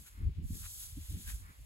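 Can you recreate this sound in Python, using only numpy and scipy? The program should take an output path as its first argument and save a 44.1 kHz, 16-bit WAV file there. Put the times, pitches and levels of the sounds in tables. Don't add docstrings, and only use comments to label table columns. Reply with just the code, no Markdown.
import sys
import numpy as np
from scipy import signal
from scipy.fft import rfft, irfft
from scipy.io import wavfile
from scipy.ndimage import uniform_filter1d

SR = 44100
rng = np.random.default_rng(int(sys.argv[2]) if len(sys.argv) > 2 else 0)


def master_out(mix):
    frames = np.transpose(np.atleast_2d(mix))
    ceiling = np.clip(frames, -1, 1)
    pcm = np.round(ceiling * 32767).astype(np.int16)
    wavfile.write(sys.argv[1], SR, pcm)


N = 72765
T = np.arange(N) / SR
HZ = np.fft.rfftfreq(N, 1 / SR)

# frequency in Hz, coherence from 0 to 1.
GRAIN_COHERENCE = [(500, .5), (3000, .55), (5000, .35), (6600, .94), (13500, .94), (16000, .85)]


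def amp(db):
    return 10 ** (np.asarray(db) / 20)


def unit(x):
    return x / np.sqrt(np.mean(x ** 2) + 1e-20)


def over_hz(points):
    hz, value = np.transpose(points)
    return np.interp(np.log(HZ + 1), np.log(hz + 1), value)


def over_time(points):
    return np.interp(T, *np.transpose(points))


def noise():
    return rng.standard_normal((2, N))


def wander(rate_hz):
    return unit(irfft(rfft(rng.standard_normal(N)) / (1 + (HZ / rate_hz) ** 4), N))


def grains(per_s, spread_db):
    size = amp(spread_db * np.minimum(rng.exponential(1, (2, N)), 4))
    return unit(np.sign(noise()) * size * (rng.random((2, N)) < per_s / SR))


def ports(pair, spectrum, coherence, lead_rad=0, balance_db=0):
    a, b = rfft(pair)
    shared, apart = a * np.sqrt(1 + coherence), b * np.sqrt(1 - coherence)
    side = np.exp(.5j * lead_rad) * amp(balance_db / 2)
    left, right = (shared + apart) * side, (shared - apart) / side
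    return unit(irfft(np.array([left, right]) * amp(over_hz(spectrum)), N))


def from_grass(pair, spectrum, coherence):
    # frequency in Hz, phase lead of the left port in radians.
    phase = [(0, 0), (1400, .7), (3000, 2.7), (5400, 3.1), (6900, 0), (9150, -3.14), (11450, -6.28),
             (13750, -9.42), (16000, -12.57)]
    # frequency in Hz, level of left over right in dB.
    balance = [(300, 18), (1300, 2), (4400, 4), (7500, -1), (16000, 0.5)]
    return ports(pair, spectrum, coherence, np.interp(HZ, *np.transpose(phase)), over_hz(balance))


def spray():
    # time in seconds, relative level in dB.
    landing = [(0.0, -59.5), (0.054, -65.5), (0.072, -57.5), (0.096, -65), (0.27, -79.5), (0.418, -82.5),
               (0.432, -72.5), (0.546, -53.5), (0.808, -51.5), (0.83, -49), (0.942, -62), (1.116, -57.5),
               (1.162, -60), (1.262, -55), (1.282, -51.5), (1.3, -49.5), (1.46, -70), (1.65, -70.5)]
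    # frequency in Hz, relative spectral density in dB.
    hiss = [(300, -63), (800, -25.5), (1500, -17.5), (2400, -30.5), (3300, -7.5), (5200, -7.5),
            (6500, -3.5), (8000, -1), (10000, 1), (12000, -1), (14000, -9), (16000, -9)]
    gain_db, flutter_db = 4.5, 0.89
    fine = grains(per_s=30000, spread_db=1.5)
    ticks = amp(-13) * grains(per_s=290, spread_db=-0.5)
    level_db = over_time(landing) + gain_db + flutter_db * wander(rate_hz=60)
    return amp(level_db) * from_grass(fine + ticks, hiss, over_hz(GRAIN_COHERENCE))


def swells(events):
    return sum(amp(db) / np.cosh((T - peak_s) / np.where(T < peak_s, rise, fall))
               for peak_s, db, rise, fall in events)


def clumps():
    # peak time in seconds, level in dB, rise and fall in seconds, pitch in Hz.
    landings = [(0.074, -62, 0.0093, .012, 1430), (.545, -67, 0.0071, .018, 1830),
                (0.663, -54, .022, 0.007, 1305), (1.291, -52, 0.016, 0.021, 1647)]
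    # frequency in Hz, relative spectral density in dB.
    pat = [(300, -49), (750, -16.5), (1200, -9), (1600, -4.5), (2100, -4.5), (2600, -1.5), (4000, -6),
           (6000, -24), (10000, -43), (16000, -37)]
    peak_db, half_width_hz = 8.5, 200
    out = np.zeros((2, N))
    for *swell, hz in landings:
        peak = amp(peak_db / (1 + ((HZ - hz) / half_width_hz) ** 2))
        impacts = irfft(rfft(grains(per_s=4000, spread_db=5.5)) * peak, N)
        out += swells([swell]) * from_grass(impacts, pat, coherence=0.61)
    return out


def tosses():
    # peak time in seconds, level in dB, rise and fall in seconds.
    throws = [(.21, -66, 0.064, 0.038), (1.485, -62.5, 0.043, 0.046)]
    # frequency in Hz, relative spectral density in dB.
    rustle = [(400, -26), (800, 4), (1250, 14), (2200, 10), (2900, -4), (5000, -5.5), (16000, -84)]
    left_lead_s = 0.00037
    contacts = grains(per_s=9000, spread_db=-0.5)
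    return swells(throws) * ports(contacts, rustle, coherence=0.79, lead_rad=2 * np.pi * HZ * left_lead_s)


def coarse_grains():
    # peak time in seconds, level in dB, rise and fall in seconds.
    spells = [(.345, -73.5, 0.0087, 0.036), (.825, -64.5, 0.027, 0.029), (1.15, -63, 0.16, 0.12)]
    # frequency in Hz, relative spectral density in dB.
    patter = [(400, -20), (1100, -7.5), (2000, -2), (3500, 7), (5000, -4), (8000, -2), (16000, -38)]
    impacts = grains(per_s=7000, spread_db=4.0)
    return swells(spells) * from_grass(impacts, patter, over_hz(GRAIN_COHERENCE))


def turbulence(spectrum, steadiness):
    # frequency in Hz, coherence between the ports from 0 to 1.
    coherence = [(35, 1), (90, 0.49), (300, 0.82)]
    pressure = ports(noise(), spectrum, over_hz(coherence))
    power = uniform_filter1d((pressure ** 2).mean(0), size=1400)
    return unit(pressure / (abs(power) + 1e-6) ** (steadiness / 2))


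def wind():
    # time in seconds, relative level in dB.
    breeze = [(0.0, -50.5), (0.058, -69.5), (0.174, -48), (0.26, -25.5), (0.28, -28.5), (0.348, -50),
              (0.386, -34.5), (0.408, -46), (0.458, -31), (0.482, -45), (0.532, -33.5), (0.578, -57.5),
              (0.606, -42), (0.67, -45.5), (0.694, -54), (0.914, -52), (0.928, -43.5), (1.052, -45),
              (1.074, -58.5), (1.098, -38), (1.158, -40), (1.226, -58), (1.272, -41.5), (1.318, -42),
              (1.354, -42), (1.392, -46), (1.498, -51), (1.538, -68), (1.608, -46), (1.65, -55)]
    # peak time in seconds, relative level in dB, rise and fall in seconds.
    gusts = [(.015, -65, 0.012, 0.023), (.228, -51.5, 0.023, 0.015), (.287, -49.5, 0.0099, 0.013),
             (.39, -47, 0.0081, 0.011), (.436, -50.5, 0.012, 0.012), (.548, -51, 0.02, 0.021),
             (.984, -48.5, 0.0087, 0.0058), (1.107, -53.5, 0.0066, .012), (1.157, -49.5, 0.016, 0.029),
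             (1.29, -64, 0.012, 0.043), (1.4, -71, 0.0047, 0.034), (1.497, -61, .012, 0.013),
             (1.6, -67.5, 0.0059, 0.011)]
    # frequency in Hz, relative spectral density in dB.
    rumble_spectrum = [(10, -50), (28, -13.5), (48, 0), (85, -2), (120, -15), (200, -30), (400, -57.5),
                       (900, -97)]
    ruffle_spectrum = [(50, -20), (130, 2), (200, -3), (300, -11), (400, -22.5), (520, -35.5), (1200, -85)]
    rumble = amp(over_time(breeze) - 2) * turbulence(rumble_spectrum, steadiness=0.46)
    ruffle = amp(3) * swells(gusts) * turbulence(ruffle_spectrum, steadiness=1.0)
    return rumble + ruffle


def buffets():
    # centre in seconds, envelope peak in dB, frequency in Hz, width in cycles.
    eddies = [(0.507, -31.5, 167, 0.36), (0.978, -43, 268, 1.45), (1.15, -33.5, 81, 0.3),
              (1.352, -29.5, 59.8, 0.48)]
    out = np.zeros(N)
    for centre_s, db, hz, width in eddies:
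        cycles = hz * (centre_s - T)
        out += amp(db) * np.sin(2 * np.pi * cycles) * np.exp(-.5 * (cycles / width) ** 2)
    return out


def orchard_air():
    # frequency in Hz, relative spectral density in dB.
    ambience = [(20, 5.5), (60, 25.5), (150, 3.5), (350, 6.5), (700, 3), (1400, 0.5), (2500, 7.5),
                (5000, -1), (10000, -29.5), (16000, -6)]
    return amp(-68) * ports(noise(), ambience, coherence=0.083)


def scene():
    powder = spray() + clumps() + tosses() + coarse_grains()
    return powder + wind() + buffets() + orchard_air()


def record(dry):
    cutoff_hz = 15850
    lowpass = signal.firwin(511, cutoff_hz, window=("kaiser", 9), fs=SR)
    return signal.oaconvolve(dry, lowpass[None], "same")


dry = scene()
out = record(dry)
master_out(out)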